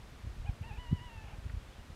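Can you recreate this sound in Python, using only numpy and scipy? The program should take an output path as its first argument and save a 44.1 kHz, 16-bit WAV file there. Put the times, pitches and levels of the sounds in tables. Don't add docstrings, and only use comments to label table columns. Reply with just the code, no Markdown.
import sys
import numpy as np
from scipy import signal
from scipy.fft import rfft, irfft
from scipy.io import wavfile
from scipy.ndimage import uniform_filter1d

SR = 44100
rng = np.random.default_rng(int(sys.argv[2]) if len(sys.argv) > 2 else 0)


def amplitude_ratio(level_db):
    exponent = np.asarray(level_db, float) / 20
    return 10 ** exponent


def to_wav(s):
    ch = np.atleast_2d(s).T
    pcm = np.round(np.clip(ch, -1, 1) * 32767)
    wavfile.write(sys.argv[1], SR, pcm.astype(np.int16))


N = 85995


def evened(x):
    return x / np.sqrt(np.mean(x ** 2) + 1e-20)


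def read(points, hz):
    f, db = np.transpose(points)
    return np.interp(np.log(hz + 1), np.log(f + 1), db)


def drift(size, span_s):
    n = max(round(span_s * SR), 2)
    once = uniform_filter1d(rng.standard_normal(size), n)
    return evened(uniform_filter1d(once, n))


def coloured(points, edge_db):
    hz = np.fft.rfftfreq(N, 1 / SR)
    octaves_below = np.maximum(np.log2(points[0][0] / (hz + 1)), 0)
    octaves_above = np.maximum(np.log2((hz + 1) / points[-1][0]), 0)
    colour_db = read(points, hz) + edge_db * (octaves_below + octaves_above)
    return evened(irfft(rfft(rng.standard_normal(N)) * amplitude_ratio(colour_db), N))


def blip(s, db, hz, length, glide=0., phase=0.):
    out = np.zeros(N)
    reach = 3 * length
    part = slice(max(round((s - reach) * SR), 0), round((s + reach) * SR))
    t = (np.arange(N) / SR - s)[part]
    bell = .5 ** ((2 * t / length) ** 2)
    out[part] = amplitude_ratio(db) * bell * np.cos(2 * np.pi * (hz * t + glide * t ** 2 / 2 + phase))
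    return out


def hiss():
    # pitch_hz, level_db (per Hz)
    hiss_colour = [(88, -51), (197, -0.5), (381, -4.5), (1570, -10), (3480, -15.5), (8000, -25),
                   (12500, -31), (15500, -38)]
    level_db = -58 + 0.14 * drift(N, 0.02)
    return amplitude_ratio(level_db) * coloured(hiss_colour, edge_db=-16)


def wind_rumble():
    # pitch_hz, level_db (per Hz)
    rumble_colour = [(11, -31), (18, 3), (48, 2.5), (118, -5), (271, -21.5), (400, -67), (520, -99),
                     (880, -120)]
    # time_s, level_db
    strength = [(0.0, -54.5), (0.152, -52.5), (0.368, -52), (0.618, -49), (0.7, -52), (0.82, -48.5),
                (0.988, -52.5), (1.232, -52), (1.406, -53.5), (1.606, -51.5), (1.95, -54.5)]
    lumps_db = 3 * drift(N, 0.022)
    level_db = np.interp(np.arange(N) / SR, *np.transpose(strength)) + lumps_db
    return coloured(rumble_colour, edge_db=-18) * amplitude_ratio(level_db)


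def wind_thumps():
    # peak_s, peak_db, pitch_hz
    buffet = [
        (.917, -27.5, 83),
        (.929, -19.5, 121),
        (.945, -31, 67),
    ]
    # peak_s, peak_db, pitch_hz
    puffs = [(0.204, -53, 70.0), (0.245, -34.5, 82), (0.273, -33, 88.0), (0.297, -36.5, 43),
             (0.399, -38.5, 49.4), (0.424, -38, 69.6), (0.456, -36, 64.6), (0.494, -27.5, 80.0),
             (0.55, -54, 97), (0.617, -32, 81), (0.659, -43, 69.0), (0.711, -37.5, 75.4),
             (0.783, -35.5, 73.5), (0.893, -39, 57), (1.017, -41, 98), (1.178, -38.5, 56.0),
             (1.241, -39.5, 84), (1.287, -43, 82.5), (1.335, -42, 74), (1.387, -39.0, 77), (1.463, -31, 71),
             (1.502, -39.5, 85.4), (1.543, -32.0, 78), (1.573, -34.0, 64.4), (1.629, -47, 60.0),
             (1.691, -48, 71), (1.79, -45, 62.3), (1.818, -50, 60.0), (1.904, -41, 103),
             (1.927, -44.0, 74.0)]
    # pitch_multiple, level_db, length_cycles
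    thump = [
        (.55, -7.5, 1.67),
        (1., 2.5, 0.84),
        (1.9, -10, 1.38),
        (3.2, -24.5, 3.8),
    ]
    out = np.zeros(N)
    for s, db, hz in [*buffet, *puffs]:
        for multiple, part_db, cycles in thump:
            part_hz = multiple * hz
            out += blip(s, db + part_db, part_hz, cycles / part_hz, phase=rng.random())
    return out


def songbird():
    # peak_s, peak_db, pitch_hz, length_s, glide_hz_per_s
    warble = [(1.605, -68, 3250, .02, 500), (1.625, -67, 3340, .015, 1500), (1.688, -63, 3560, .014, 1000),
              (1.708, -66, 2980, .012, 3000), (1.722, -66, 3130, .016, 5000),
              (1.735, -63.5, 3440, .013, 2000), (1.77, -69, 3150, .025, -500),
              (1.8, -66, 2870, .016, -4000), (1.858, -68, 2900, .02, 1500)]
    return sum(blip(*note) for note in warble)


def plips_and_ticks():
    # peak_s, peak_db, pitch_hz, length_s
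    small_sounds = [
        (1.4966, -48, 1600, .0012),
        (1.4987, -40.5, 1750, .0009),
        (1.5015, -50, 2200, .001),
        (1.5035, -49, 1500, .0012),
        (.086, -64, 12500, .0003),
        (.1055, -60, 12500, .0003),
        (.226, -66, 12000, .0004),
        (.618, -62, 11200, .001),
    ]
    return sum(blip(*row) for row in small_sounds)


def reeds(x):
    t = np.arange(SR // 3) / SR
    sparse = rng.standard_normal(len(t)) * (rng.random(len(t)) < .04)
    taps = sparse * amplitude_ratio(-60 * t / .2) * (t > .004)
    return amplitude_ratio(-13) * signal.fftconvolve(x, taps / np.linalg.norm(taps))[:N]


def voice(start, end, hz, effort_db, dull_db, jitter):
    # pitch_hz, level_db
    throat = [(400, -4), (900, -.3), (1600, -8), (1800, -5.5), (2000, -6), (2500, -1.5), (3000, -4),
              (3400, -25)]
    t = np.arange(N) / SR
    hz = uniform_filter1d(hz, size=200) * (1 + jitter * drift(N, .002))
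    gate = uniform_filter1d(1. * (t > start) * (t < end), size=130)
    upper_db = dull_db + 1.5 * np.minimum(effort_db - np.max(effort_db) + 5, 0)
    turns = 2 * np.pi * np.cumsum(hz) / SR
    partials = np.zeros(N)
    for k in range(1, 5):
        shimmer_db = 1.6 * drift(N, .006)
        partial_db = read(throat, k * hz) + (k > 1) * upper_db + shimmer_db
        partials += amplitude_ratio(partial_db) * np.sin(k * turns)
    return np.sqrt(2) * amplitude_ratio(effort_db) * gate * partials


def hoot():
    # time_s, pitch_hz, level_db
    contour = [
        (.445, 640, -65),
        (.462, 750, -57),
        (.474, 845, -54),
        (.49, 810, -52.5),
        (.5, 740, -58),
        (.52, 640, -67),
    ]
    s, hz, db = np.transpose(contour)
    t = np.arange(N) / SR
    return voice(s[0], s[-1], np.interp(t, s, hz), np.interp(t, s, db), dull_db=-4, jitter=.01)


def wail():
    # time_s, pitch_hz
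    waver = [(.612, 400), (.64, 895), (.68, 950), (.725, 850), (.8, 992), (.85, 980), (.875, 950),
             (.945, 995), (1.0, 962)]
    # time_s, pitch_hz
    sag = [(1.055, 986), (1.1, 922), (1.12, 930), (1.17, 888), (1.236, 870)]
    # time_s, level_db
    effort = [(.612, -68), (.642, -56), (.675, -59.5), (.718, -56), (.75, -61.5), (.8, -57), (.88, -59.5),
              (1.0, -58), (1.236, -61)]
    # centre_s, swerve_hz, length_s
    catches = [(.659, -30, .012), (.715, -62, .011), (.693, -12, .008), (.768, -135, .016),
               (.861, -30, .008), (.893, -25, .008), (.991, -45, .009), (1.106, -20, .008)]
    t = np.arange(N) / SR
    hz = np.interp(t, *np.transpose([*waver, *sag]))
    for s, swerve_hz, length in catches:
        hz = hz + swerve_hz * blip(s, 0, 0, length)
    effort_db = np.interp(t, *np.transpose(effort))
    return voice(waver[0][0], sag[-1][0], hz, effort_db, dull_db=-.3, jitter=.01)


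def trill():
    # start_s, length_s, level_db, top_hz, fall_hz
    notes_sung = [
        (1.237, .013, -58, 875, 75),
        (1.253, .012, -61, 830, 45),
        (1.27, .019, -58, 870, 100),
        (1.29, .016, -59, 860, -55),
        (1.305, .018, -60, 880, 150),
        (1.326, .013, -62, 850, 60),
        (1.341, .007, -59, 820, 60),
    ]
    t = np.arange(N) / SR
    out = np.zeros(N)
    for s, length, db, top_hz, fall_hz in notes_sung:
        hz = top_hz - fall_hz * np.clip((t - s) / length, 0, 1)
        out += voice(s, s + length, hz, db, dull_db=-2, jitter=.06)
    return out


def grebe():
    return hoot() + wail() + trill()


def scene():
    background = hiss() + wind_rumble() + wind_thumps()
    near_and_far = songbird() + plips_and_ticks() + grebe()
    return (background + near_and_far + reeds(near_and_far))[None]


def low_pass(x):
    return signal.sosfilt(signal.butter(12, 15630, fs=SR, output="sos"), x)


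def record(dry):
    mic_low_hz, edge_hz = 30.2, 15900
    thinned = signal.lfilter(*signal.butter(2, mic_low_hz, "high", fs=SR), dry)
    band_limit = signal.firwin(511, edge_hz, window=("kaiser", 9), fs=SR)
    limited = signal.oaconvolve(thinned, band_limit[None], "same")
    return low_pass(limited)


dry = scene()
out = record(dry)
to_wav(out)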